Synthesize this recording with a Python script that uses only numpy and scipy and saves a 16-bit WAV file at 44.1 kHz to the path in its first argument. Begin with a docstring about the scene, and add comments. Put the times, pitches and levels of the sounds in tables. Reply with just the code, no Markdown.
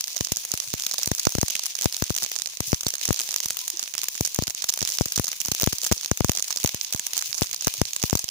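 """Seeds roasting in a steel pot

Small seeds burst with short cracks over the hiss of stirred, sliding grain, close under a phone whose
two microphone ports each colour the sound differently. The hardest cracks jolt a capsule's resting
point, which the bass cut turns into a thud. The pot murmurs, and now and then the spatula bumps it."""
import sys
import numpy as np
from scipy import signal
from scipy.fft import rfft, irfft
from scipy.io import wavfile
from scipy.ndimage import uniform_filter1d

SR = 44100
rng = np.random.default_rng(int(sys.argv[2]) if len(sys.argv) > 2 else 0)


def pcm_store(signal):
    """Save signal as 16-bit PCM."""
    levels = np.round(np.clip(np.atleast_2d(signal), -1, 1) * 32767)
    wavfile.write(sys.argv[1], SR, levels.astype(np.int16).T)


N = 366030


def undb(db):
    """Decibels to gain."""
    return 10 ** (np.asarray(db) / 20)


def walk(rate_hz):
    """A random wander: glides to a new level rate_hz times a second, with a spread near 1."""
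    hold = int(SR / rate_hz)
    return uniform_filter1d(np.repeat(rng.standard_normal(N // hold + 1), hold), hold)[:N]


def colour(x, response):
    """Filter each channel with its impulse response."""
    return signal.fftconvolve(x, response, axes=1)[:, :x.shape[1]]


def eq_response(curve):
    """A minimum-phase impulse response of unit energy, shaped by (freq_hz, gain_db) points."""
    hz, db = np.transpose(curve)
    grid_hz = np.maximum(np.arange(1025) * SR / 2048, 20)
    cepstrum = irfft(np.log(undb(np.interp(np.log(grid_hz), np.log(hz), db))))
    cepstrum[1:1024] *= 2  # folding the cepstrum makes the response causal
    cepstrum[1025:] = 0
    response = irfft(np.exp(rfft(cepstrum)))[:512]
    return response / np.linalg.norm(response)


# Tone of each microphone port: freq_hz, gain_db
LEFT_PORT_EQ = [(300, -15), (600, -9.5), (1900, -12), (3500, -6.5), (5000, -3.5), (6500, -1), (7700, -8),
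                (10500, -3.5), (13300, -7), (14050, -6.5), (14700, 3.5), (15300, 2), (15600, -7)]
RIGHT_PORT_EQ = [(300, -23), (600, -15.5), (1000, -16), (1400, -14.5), (3500, -4), (5000, 2), (6500, 7.5),
                 (7700, -2.5), (11000, -12), (13500, -14.5), (14700, -11.5), (15300, -6), (15600, -18.5)]


def ports():
    """The resonant cavities in front of the left and right capsules."""
    return np.array([eq_response(LEFT_PORT_EQ), eq_response(RIGHT_PORT_EQ)])


# Swell of the stirring: time_s, level_db
STIR_LEVELS = [(0.0, -40.5), (0.51, -40), (1.23, -39), (1.71, -41), (2.22, -41.5), (2.58, -45), (2.68, -35),
               (2.77, -43), (3.26, -41), (3.74, -41.5), (4.76, -42.5), (4.88, -38), (5.36, -44),
               (5.73, -39), (6.17, -43), (6.47, -41.5), (6.91, -41), (7.44, -40.5), (8.3, -40)]


def bustle_db(t):
    """Level of the moving grain: the stirring, lifted where crowds of loud bursts scatter the seeds."""
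    scatter_db, scatter_s = 2.5, 0.23
    crowd = sum(np.exp(-((t - start_s) / scatter_s) ** 2) for start_s, _, _ in LOUD_BURSTS)
    return np.interp(t, *np.transpose(STIR_LEVELS)) + scatter_db * (np.sqrt(crowd) - 2)


# Tone of sliding grain, thinner in the bass than a crack: freq_hz, gain_db
GRAIN_EQ = [(200, 1.5), (820, 1.5), (1000, 2), (1300, 0.5), (2500, 12), (12000, 5)]


def sliding_grain():
    """Thousands of seeds slide and tick on each other: a hiss whose bands flicker together and alone."""
    grid_s = np.arange(0, N / SR + .01, .01)
    level_db = np.interp(np.arange(N) / SR, grid_s, bustle_db(grid_s)) + 2.5 * walk(40.)
    ticks = rng.standard_normal((2, N)) * undb(3.0 * walk(600.))
    lows = [signal.sosfilt(signal.butter(2, hz, fs=SR, output="sos"), ticks)
            for hz in (700, 1500, 3000, 8000, 12000)]
    bands = np.diff([0 * ticks, *lows, ticks], axis=0)
    flicker = sum(band * undb(2.8 * walk(35.)) for band in bands)
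    hiss = colour(flicker, eq_response(GRAIN_EQ)[None])
    return undb(level_db) * colour(hiss, ports()) * undb([[1.5], [-1.5]])  # leans left


def cracks(starts_s, levels_db, tint_db, rise_ms, snap_ms, tail_ms, tail_db=-8, body_db=0.5):
    """Each burst is a brief swell, a snap, then a short noisy tail, different at each port."""
    length, lead = 700, 150  # samples in a crack, and ahead of its snap
    snap_edge = 1.7  # height of the sharp edge over the noisy body
    tail_lift_db = np.array([[5.5], [0]])  # cracks have a stronger noisy tail on the left
    ms = (np.arange(length) - lead) * 1000 / SR
    octave = np.log2(np.maximum(np.arange(length // 2 + 1) * SR / length, 300) / 300)
    out, cavities = np.zeros((2, N + 900)), ports()
    for start_s, stereo_db in zip(starts_s, levels_db):
        size = np.exp(0.14 * rng.standard_normal())
        tail = undb(tail_db + 3.4 * rng.standard_normal() + tail_lift_db)  # some snap dry, some splutter
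        swell = 0.9 * tail * np.exp(-abs(ms) / rise_ms)
        decay = np.exp(-ms / (snap_ms * size)) + tail * np.exp(-ms / (tail_ms * size))
        envelope = np.where(ms < 0, swell, decay)
        # no two husks sound alike: a random tint from octave to octave
        husk_db = tint_db * np.interp(octave, np.arange(7), rng.standard_normal(7))
        tint = undb(husk_db + body_db * (octave < 2.7))
        noise = rng.standard_normal((2, length))
        noise += snap_edge * (ms == 0) * np.sign(noise)
        burst = colour(envelope * irfft(tint * rfft(noise)), cavities)
        burst /= np.sqrt(np.mean(burst[:, 132:220] ** 2, axis=1, keepdims=True))  # 2 ms round the snap
        i = int(start_s * SR)
        out[:, i:i + length] += undb(stereo_db)[:, None] * burst
    return out[:, lead:lead + N]


# The loudest bursting seeds: start_s, left_db, right_db
LOUD_BURSTS = [(0.0089, -16, -16.5), (0.0412, -19.5, -18), (0.0733, -25, -25), (0.0808, -24, -21.5),
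               (0.164, -21, -17.5), (0.1684, -27, -17.5), (0.179, -34, -21.0), (0.2088, -22, -14.5),
               (0.248, -23, -15), (0.271, -29, -19.5), (0.3208, -15.5, -13), (0.3608, -26, -19),
               (0.37, -19, -15), (0.4507, -20, -20), (0.5175, -20, -12), (0.5392, -17, -20),
               (0.5529, -29, -26), (0.5756, -22, -19), (0.6016, -24, -14), (0.7385, -20, -16.5),
               (0.798, -23.5, -19.5), (0.822, -24, -18.5), (0.837, -24.5, -21), (0.8507, -43, -25),
               (0.8657, -15.5, -13.5), (0.913, -24, -14.5), (0.9375, -23, -18.5), (0.942, -19, -22.5),
               (0.983, -25, -13.5), (0.9903, -19.5, -30), (1.0157, -33, -23.0), (1.0324, -16.5, -12),
               (1.0595, -18, -17), (1.0749, -19, -15), (1.1158, -18, -15.5), (1.15, -22, -18),
               (1.1833, -24, -19.5), (1.1965, -14, -16), (1.2323, -25.5, -23), (1.253, -16, -12),
               (1.2698, -22, -12.5), (1.2928, -21, -24), (1.3222, -24, -19), (1.3515, -22, -16),
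               (1.385, -22, -19.5), (1.4139, -15.5, -11), (1.4297, -22, -17.5), (1.483, -21, -15),
               (1.501, -34, -17), (1.5054, -19, -16), (1.554, -17, -14.5), (1.5647, -30, -19),
               (1.594, -25, -15.5), (1.6367, -22, -19.5), (1.6579, -21, -16), (1.6646, -15.5, -25),
               (1.7532, -31, -15.5), (1.7889, -22, -19.5), (1.812, -22, -16.5), (1.8213, -18, -16),
               (1.8293, -24, -20), (1.8345, -23, -20), (1.844, -15, -17), (1.8577, -25, -13.5),
               (1.9256, -22.5, -19.5), (1.945, -29, -18), (1.9668, -22, -17.5), (2.0229, -17, -16.5),
               (2.0402, -23, -16), (2.097, -27, -20.5), (2.104, -20, -19.5), (2.143, -32.5, -21),
               (2.1506, -23, -18), (2.1644, -17, -15.5), (2.1783, -23, -18), (2.1849, -21, -16.5),
               (2.2233, -24, -18), (2.232, -16, -19), (2.239, -21, -15.5), (2.248, -30, -16.5),
               (2.263, -33, -19.5), (2.317, -19.5, -21), (2.356, -33, -21.5), (2.363, -30, -14.5),
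               (2.3882, -33, -16.5), (2.3983, -33, -22.5), (2.4202, -22, -15), (2.4595, -35, -17),
               (2.473, -25.5, -18.5), (2.5718, -33, -21.5), (2.6046, -18.5, -15.5), (2.719, -34, -16.5),
               (2.7304, -23, -19), (2.7454, -23, -15.5), (2.8091, -20, -19), (2.8333, -25, -23),
               (2.8671, -20, -12.5), (2.884, -16.5, -21), (2.8892, -33, -22), (2.9045, -21, -17.5),
               (2.9388, -23, -18), (2.954, -21, -19), (2.9825, -40, -21.5), (3.0136, -31, -18),
               (3.0542, -17.5, -12.5), (3.058, -29, -25), (3.0792, -28, -16.5), (3.09, -20, -17),
               (3.1088, -27, -22), (3.129, -17, -16), (3.144, -24, -18), (3.1618, -39, -20),
               (3.192, -24, -14.5), (3.1992, -16, -21), (3.2072, -21, -18), (3.2163, -23, -18.5),
               (3.2756, -33, -25), (3.29, -21, -20), (3.309, -24, -18), (3.3174, -23, -24),
               (3.342, -23.5, -14.5), (3.362, -15.5, -12), (3.4034, -18.5, -16), (3.43, -25.0, -23),
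               (3.435, -39, -19), (3.4585, -17, -16.5), (3.485, -22, -20.0), (3.5012, -28, -24),
               (3.5059, -16.5, -16), (3.5702, -17, -25), (3.5904, -24, -19.5), (3.6796, -18.5, -17),
               (3.702, -19.5, -15.5), (3.772, -35, -18), (3.7944, -20, -15), (3.8287, -23, -18.5),
               (3.838, -30, -21), (3.8775, -40, -25), (3.939, -45, -19), (3.9519, -24.5, -20),
               (3.9804, -26, -14), (3.991, -24, -22), (4.0165, -26, -17.5), (4.034, -17, -21),
               (4.0414, -21, -18), (4.085, -17, -15), (4.153, -29, -21.5), (4.1783, -27, -22),
               (4.2089, -14, -13), (4.25, -19.5, -13.5), (4.2542, -21, -16), (4.261, -25, -16.5),
               (4.275, -23.0, -17), (4.346, -17.5, -17.5), (4.3614, -21, -21.5), (4.3887, -24, -20),
               (4.423, -21.5, -19.5), (4.437, -25, -16.5), (4.471, -22.5, -19), (4.4792, -19, -18),
               (4.499, -21, -24), (4.5059, -26.0, -18), (4.5487, -28, -18), (4.6221, -25, -16),
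               (4.6424, -19, -15.5), (4.686, -29, -23), (4.69, -16, -14), (4.6944, -22, -10),
               (4.701, -17, -17), (4.725, -24.5, -23), (4.7387, -18, -16.5), (4.7753, -20, -20),
               (4.7904, -24.0, -21), (4.8078, -26, -15), (4.817, -26, -19), (4.8275, -18.5, -15.5),
               (4.8511, -21, -15.5), (4.8754, -29, -14.5), (4.891, -24, -19), (4.9016, -31, -19),
               (4.9211, -33, -16.5), (4.9728, -24.0, -24), (4.986, -19, -12.5), (5.011, -19, -36),
               (5.0182, -29, -17), (5.0576, -16, -16.5), (5.084, -29, -22), (5.122, -17.5, -16.5),
               (5.1599, -14, -13.5), (5.164, -31, -18.5), (5.1776, -18, -14.5), (5.186, -28, -21),
               (5.1971, -14.5, -20.5), (5.243, -18, -20), (5.2457, -33, -18.5), (5.257, -35, -22),
               (5.2694, -24, -20), (5.2814, -16.5, -18), (5.2895, -22, -31), (5.317, -24, -17.5),
               (5.3297, -25, -24), (5.4034, -22, -15.5), (5.4085, -26, -18), (5.4154, -22.5, -15.5),
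               (5.4503, -34, -16), (5.4587, -18.5, -21), (5.484, -21.5, -18), (5.5171, -16.5, -12),
               (5.521, -22, -17.5), (5.549, -16, -18), (5.581, -33, -26), (5.599, -17.5, -17),
               (5.6128, -16, -15), (5.622, -12, -16), (5.6325, -23, -15), (5.641, -15, -13.5),
               (5.663, -17, -23), (5.6737, -23.0, -17.5), (5.726, -21.5, -19), (5.73, -17, -17),
               (5.784, -24, -17.5), (5.817, -30, -18), (5.832, -24, -26), (5.8346, -20, -21),
               (5.8437, -22, -16), (5.848, -21.0, -19), (5.8655, -14, -17), (5.87, -25, -18),
               (5.876, -31, -22.5), (5.915, -21.0, -17.5), (5.9222, -28, -13), (5.9256, -14.5, -11.5),
               (5.9792, -34, -20), (6.0111, -33, -22.5), (6.0327, -34, -22), (6.047, -23, -18.5),
               (6.06, -23, -17.5), (6.1142, -19, -11.5), (6.1741, -21.5, -18.5), (6.205, -21, -21.5),
               (6.246, -19, -14), (6.2848, -31, -19), (6.2955, -17, -12.5), (6.318, -17.5, -16),
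               (6.351, -21, -20), (6.363, -30, -22), (6.3736, -19, -13.5), (6.386, -22, -24),
               (6.396, -22, -18.5), (6.425, -19, -12), (6.444, -26, -23), (6.4816, -22, -26),
               (6.5059, -19, -17), (6.512, -33, -20.5), (6.5266, -22, -17), (6.5612, -21, -19.5),
               (6.5729, -24, -14), (6.601, -31, -22.5), (6.632, -30, -21.5), (6.641, -17, -13.5),
               (6.6472, -17, -19), (6.6603, -19, -14), (6.6751, -17, -16), (6.692, -21, -18.5),
               (6.746, -21.5, -18), (6.8124, -25, -13.5), (6.8476, -31, -18), (6.926, -19, -14.5),
               (6.936, -19, -21), (6.9476, -21, -18.5), (6.962, -21, -25), (6.9959, -19.5, -15),
               (7.0674, -19, -14.5), (7.1342, -20, -16), (7.168, -23, -16), (7.178, -15.5, -12.5),
               (7.191, -28, -17.5), (7.1948, -25, -30), (7.2107, -24, -26), (7.215, -38, -20.0),
               (7.2241, -22, -17.5), (7.329, -41, -15), (7.3447, -41, -19), (7.35, -34, -20),
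               (7.3804, -30, -18), (7.3843, -35, -19), (7.4108, -21, -27), (7.42, -31, -18),
               (7.4247, -19, -14), (7.433, -20, -24), (7.46, -38, -26), (7.4702, -43, -23.5),
               (7.513, -25, -20), (7.531, -25, -17), (7.545, -19.5, -21.5), (7.563, -34, -21),
               (7.61, -37, -17), (7.6232, -23, -25), (7.647, -28, -15.5), (7.6704, -12.5, -12),
               (7.6806, -18, -15), (7.7397, -21, -19.5), (7.8161, -24, -13.5), (7.8537, -29, -19),
               (7.9336, -28.5, -16), (7.9634, -18, -15), (8.02, -29, -22), (8.028, -22, -14),
               (8.0379, -18, -16), (8.0982, -38, -14), (8.109, -30, -17.5), (8.13, -21, -24),
               (8.136, -37, -22), (8.154, -15, -12.5), (8.173, -20, -20), (8.1931, -17, -16.5),
               (8.2431, -22, -16.5), (8.2888, -27, -16.5)]


def loud_seeds():
    """Hot seeds burst with sharp foreground cracks."""
    bursts = np.array(LOUD_BURSTS)
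    return cracks(bursts[:, 0], bursts[:, 1:], tint_db=3.0, rise_ms=1.3, snap_ms=0.4, tail_ms=2.8)


def small_seeds():
    """A random patter of small bursts, louder as the grain moves, with flurries round the loud ones."""
    bursts_per_s, lift_db = 55., 4.0
    flurry_share, flurry_s = .6, .03
    count = int(bursts_per_s * N / SR)
    spread = rng.standard_normal((count, 3))
    place, leader, alone = rng.random((count, 3)).T
    leader_s = np.array(LOUD_BURSTS)[(leader * len(LOUD_BURSTS)).astype(int), 0]
    nearby_s = np.clip(leader_s + flurry_s * (2 * place - 1), 0, (N - 1) / SR)
    starts_s = np.where(alone > flurry_share, place * N / SR, nearby_s)
    seed_db = bustle_db(starts_s)[:, None] + lift_db + 3.7 * np.tanh(spread[:, :1])
    stereo_db = seed_db + 2.8 * spread[:, 1:] + [-3.5, 0]  # scattered, leaning right
    return cracks(starts_s, stereo_db, tint_db=6.0, rise_ms=1.0, snap_ms=0.3, tail_ms=2.2)


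# Signed kicks to the capsules' resting points: start_s, left_step_fullscale, right_step_fullscale
CAPSULE_JOLTS = [(0.209, 0.45, -0.02), (0.3199, 0.43, -0.078), (0.539, 0.21, -0.00011),
                 (0.7391, -0.29, 0.0042), (1.0749, 0.27, -0.00069), (1.116, -0.7, -0.083),
                 (1.2701, 0.75, -1.09), (1.3527, -0.46, 0.0), (1.3841, -0.66, 0.0), (1.431, 0.83, 0.0),
                 (1.8577, -1.08, 0.22), (2.0233, 0.71, 0.0), (2.105, 0.64, 0.015), (2.231, -0.05, -0.0061),
                 (2.6053, -0.41, -0.053), (2.7308, -1.25, 0.0), (2.866, 0.4, 0.0029), (3.088, 0.34, 0.0),
                 (3.107, 1.05, 0.0), (3.4587, -0.065, -0.018), (4.2086, 0.58, 0.33), (4.389, -0.86, 0.0),
                 (4.423, 0.36, 0.044), (4.4796, -0.12, 0.012), (4.8177, -0.17, 0.013),
                 (4.8275, -0.24, 0.048), (5.0101, -1.13, 0.0), (5.06, 0.11, -0.009), (5.178, 0.32, 0.05),
                 (5.197, 0.7, 0.14), (5.4858, 0.2, 0.009), (5.518, 0.26, 0.071), (5.6327, 0.53, 0.0),
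                 (5.6739, -1.12, 0.0), (5.73, 0.18, 0.0), (5.9148, -0.92, 0.0), (5.9219, 0.87, 0.0),
                 (6.115, 1.08, -0.018), (6.2072, -1, 0.0), (6.2461, 0.94, -0.1), (6.295, -0.94, 0.0),
                 (6.647, -0.83, 0.0), (6.7451, 0.19, 0.0065), (6.947, 0.027, 0.26), (7.4195, 0.87, 0.0),
                 (7.6726, -0.75, 0.29), (7.816, 1.19, 0.0), (8.039, -0.71, 0.0), (8.1293, -1.03, -0.16),
                 (8.1533, 0.64, -0.015), (8.241, 0.084, 0.0)]


def capsule_jolts():
    """A hard crack knocks the membrane to a new resting point; it overshoots, wobbles and settles."""
    rise_ms, overshoot_ms, wobble_ms = .16, 0.2, 1.2
    right_lag_s = .0003  # the right port is a hand's width further off
    steps = np.zeros((2, N))
    for start_s, left, right in CAPSULE_JOLTS:
        steps[0, int(start_s * SR)] += left
        steps[1, int((start_s + right_lag_s) * SR)] += right
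    overshoot = 0.17 * signal.lfilter([1], [1, -np.exp(-1000 / (overshoot_ms * SR))], steps)
    pole = np.exp(-1000 / (rise_ms * SR))
    shift = signal.lfilter([1 - pole], [1, -pole], np.cumsum(steps, axis=1) + overshoot)
    fade = signal.lfilter([1], [1, -np.exp(-1000 / (wobble_ms * SR))], steps)
    wobble = signal.lfilter(*signal.butter(2, 1700, fs=SR), rng.standard_normal((2, N)))
    return shift + 0.45 * fade * wobble


# Spatula knocks on the pot: start_s, level_db, pitch_hz
SPATULA_BUMPS = [(0.666, -51, 122), (2.669, -51, 121), (3.608, -54, 1000), (3.734, -51, 340),
                 (7.282, -47, 120), (7.489, -50.5, 119), (7.779, -43, 118)]


def spatula_bumps():
    """The heavy pot answers each soft bump with one damped mode."""
    attack_s, t60_s = 0.0087, 0.26
    ring = np.zeros(N)
    for start_s, level_db, pitch_hz in SPATULA_BUMPS:
        age_s = np.maximum(np.arange(N) / SR - start_s, 0)
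        envelope = (1 - np.exp(-age_s / attack_s)) * np.exp(-np.log(1000) * age_s / t60_s)
        ring += undb(level_db) * envelope * np.sin(2 * np.pi * pitch_hz * age_s)
    return ring * undb(7.5 * walk(99.0))  # the spatula drags, so the ring is uneven


def pot_murmur(pitch_hz, q, level_db, waver_db, waver_hz):
    """A resonance of the pot, kept faintly sounding under the bumps by the moving grain."""
    ring = signal.lfilter(*signal.iirpeak(pitch_hz, q, fs=SR), rng.standard_normal(N))
    return undb(level_db + waver_db * walk(waver_hz)) * ring / np.std(ring)


def scene():
    """Crackle, hiss and jolts in stereo, with the pot in the centre."""
    crackle = loud_seeds() + small_seeds()
    power = np.mean(crackle ** 2, axis=0)
    crackle_rms = np.sqrt(abs(uniform_filter1d(uniform_filter1d(power, 700), 700)))
    hiss = sliding_grain() / (1 + 18 * crackle_rms)  # ducks for about 30 ms round each loud crack
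    jolts = capsule_jolts()
    bumps = spatula_bumps()
    lowest_mode = pot_murmur(pitch_hz=119, q=4.5, level_db=-78.5, waver_db=3.1, waver_hz=2.78)
    hollow_air = pot_murmur(pitch_hz=1000, q=1000 / 180, level_db=-68.5, waver_db=3.2, waver_hz=12.)
    return crackle + hiss + jolts + bumps + lowest_mode + hollow_air


def record(dry):
    """The phone: two bass cuts, hard clipping, faint low circuit noise and a steep treble roll-off."""
    bass_cuts = np.vstack([signal.butter(2, hz, "high", fs=SR, output="sos") for hz in (70., 92.)])
    x = np.clip(signal.sosfilt(bass_cuts, dry), -1, 1)
    circuit_noise = signal.lfilter(*signal.butter(3, 80, fs=SR), rng.standard_normal(x.shape))
    x = x + undb(-51.0) * circuit_noise
    x = signal.sosfiltfilt(signal.butter(16, 15600, fs=SR, output="sos"), x)
    return signal.sosfilt(signal.ellip(10, .2, 80, 16700, fs=SR, output="sos"), x)


dry = scene()
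out = record(dry)
pcm_store(out)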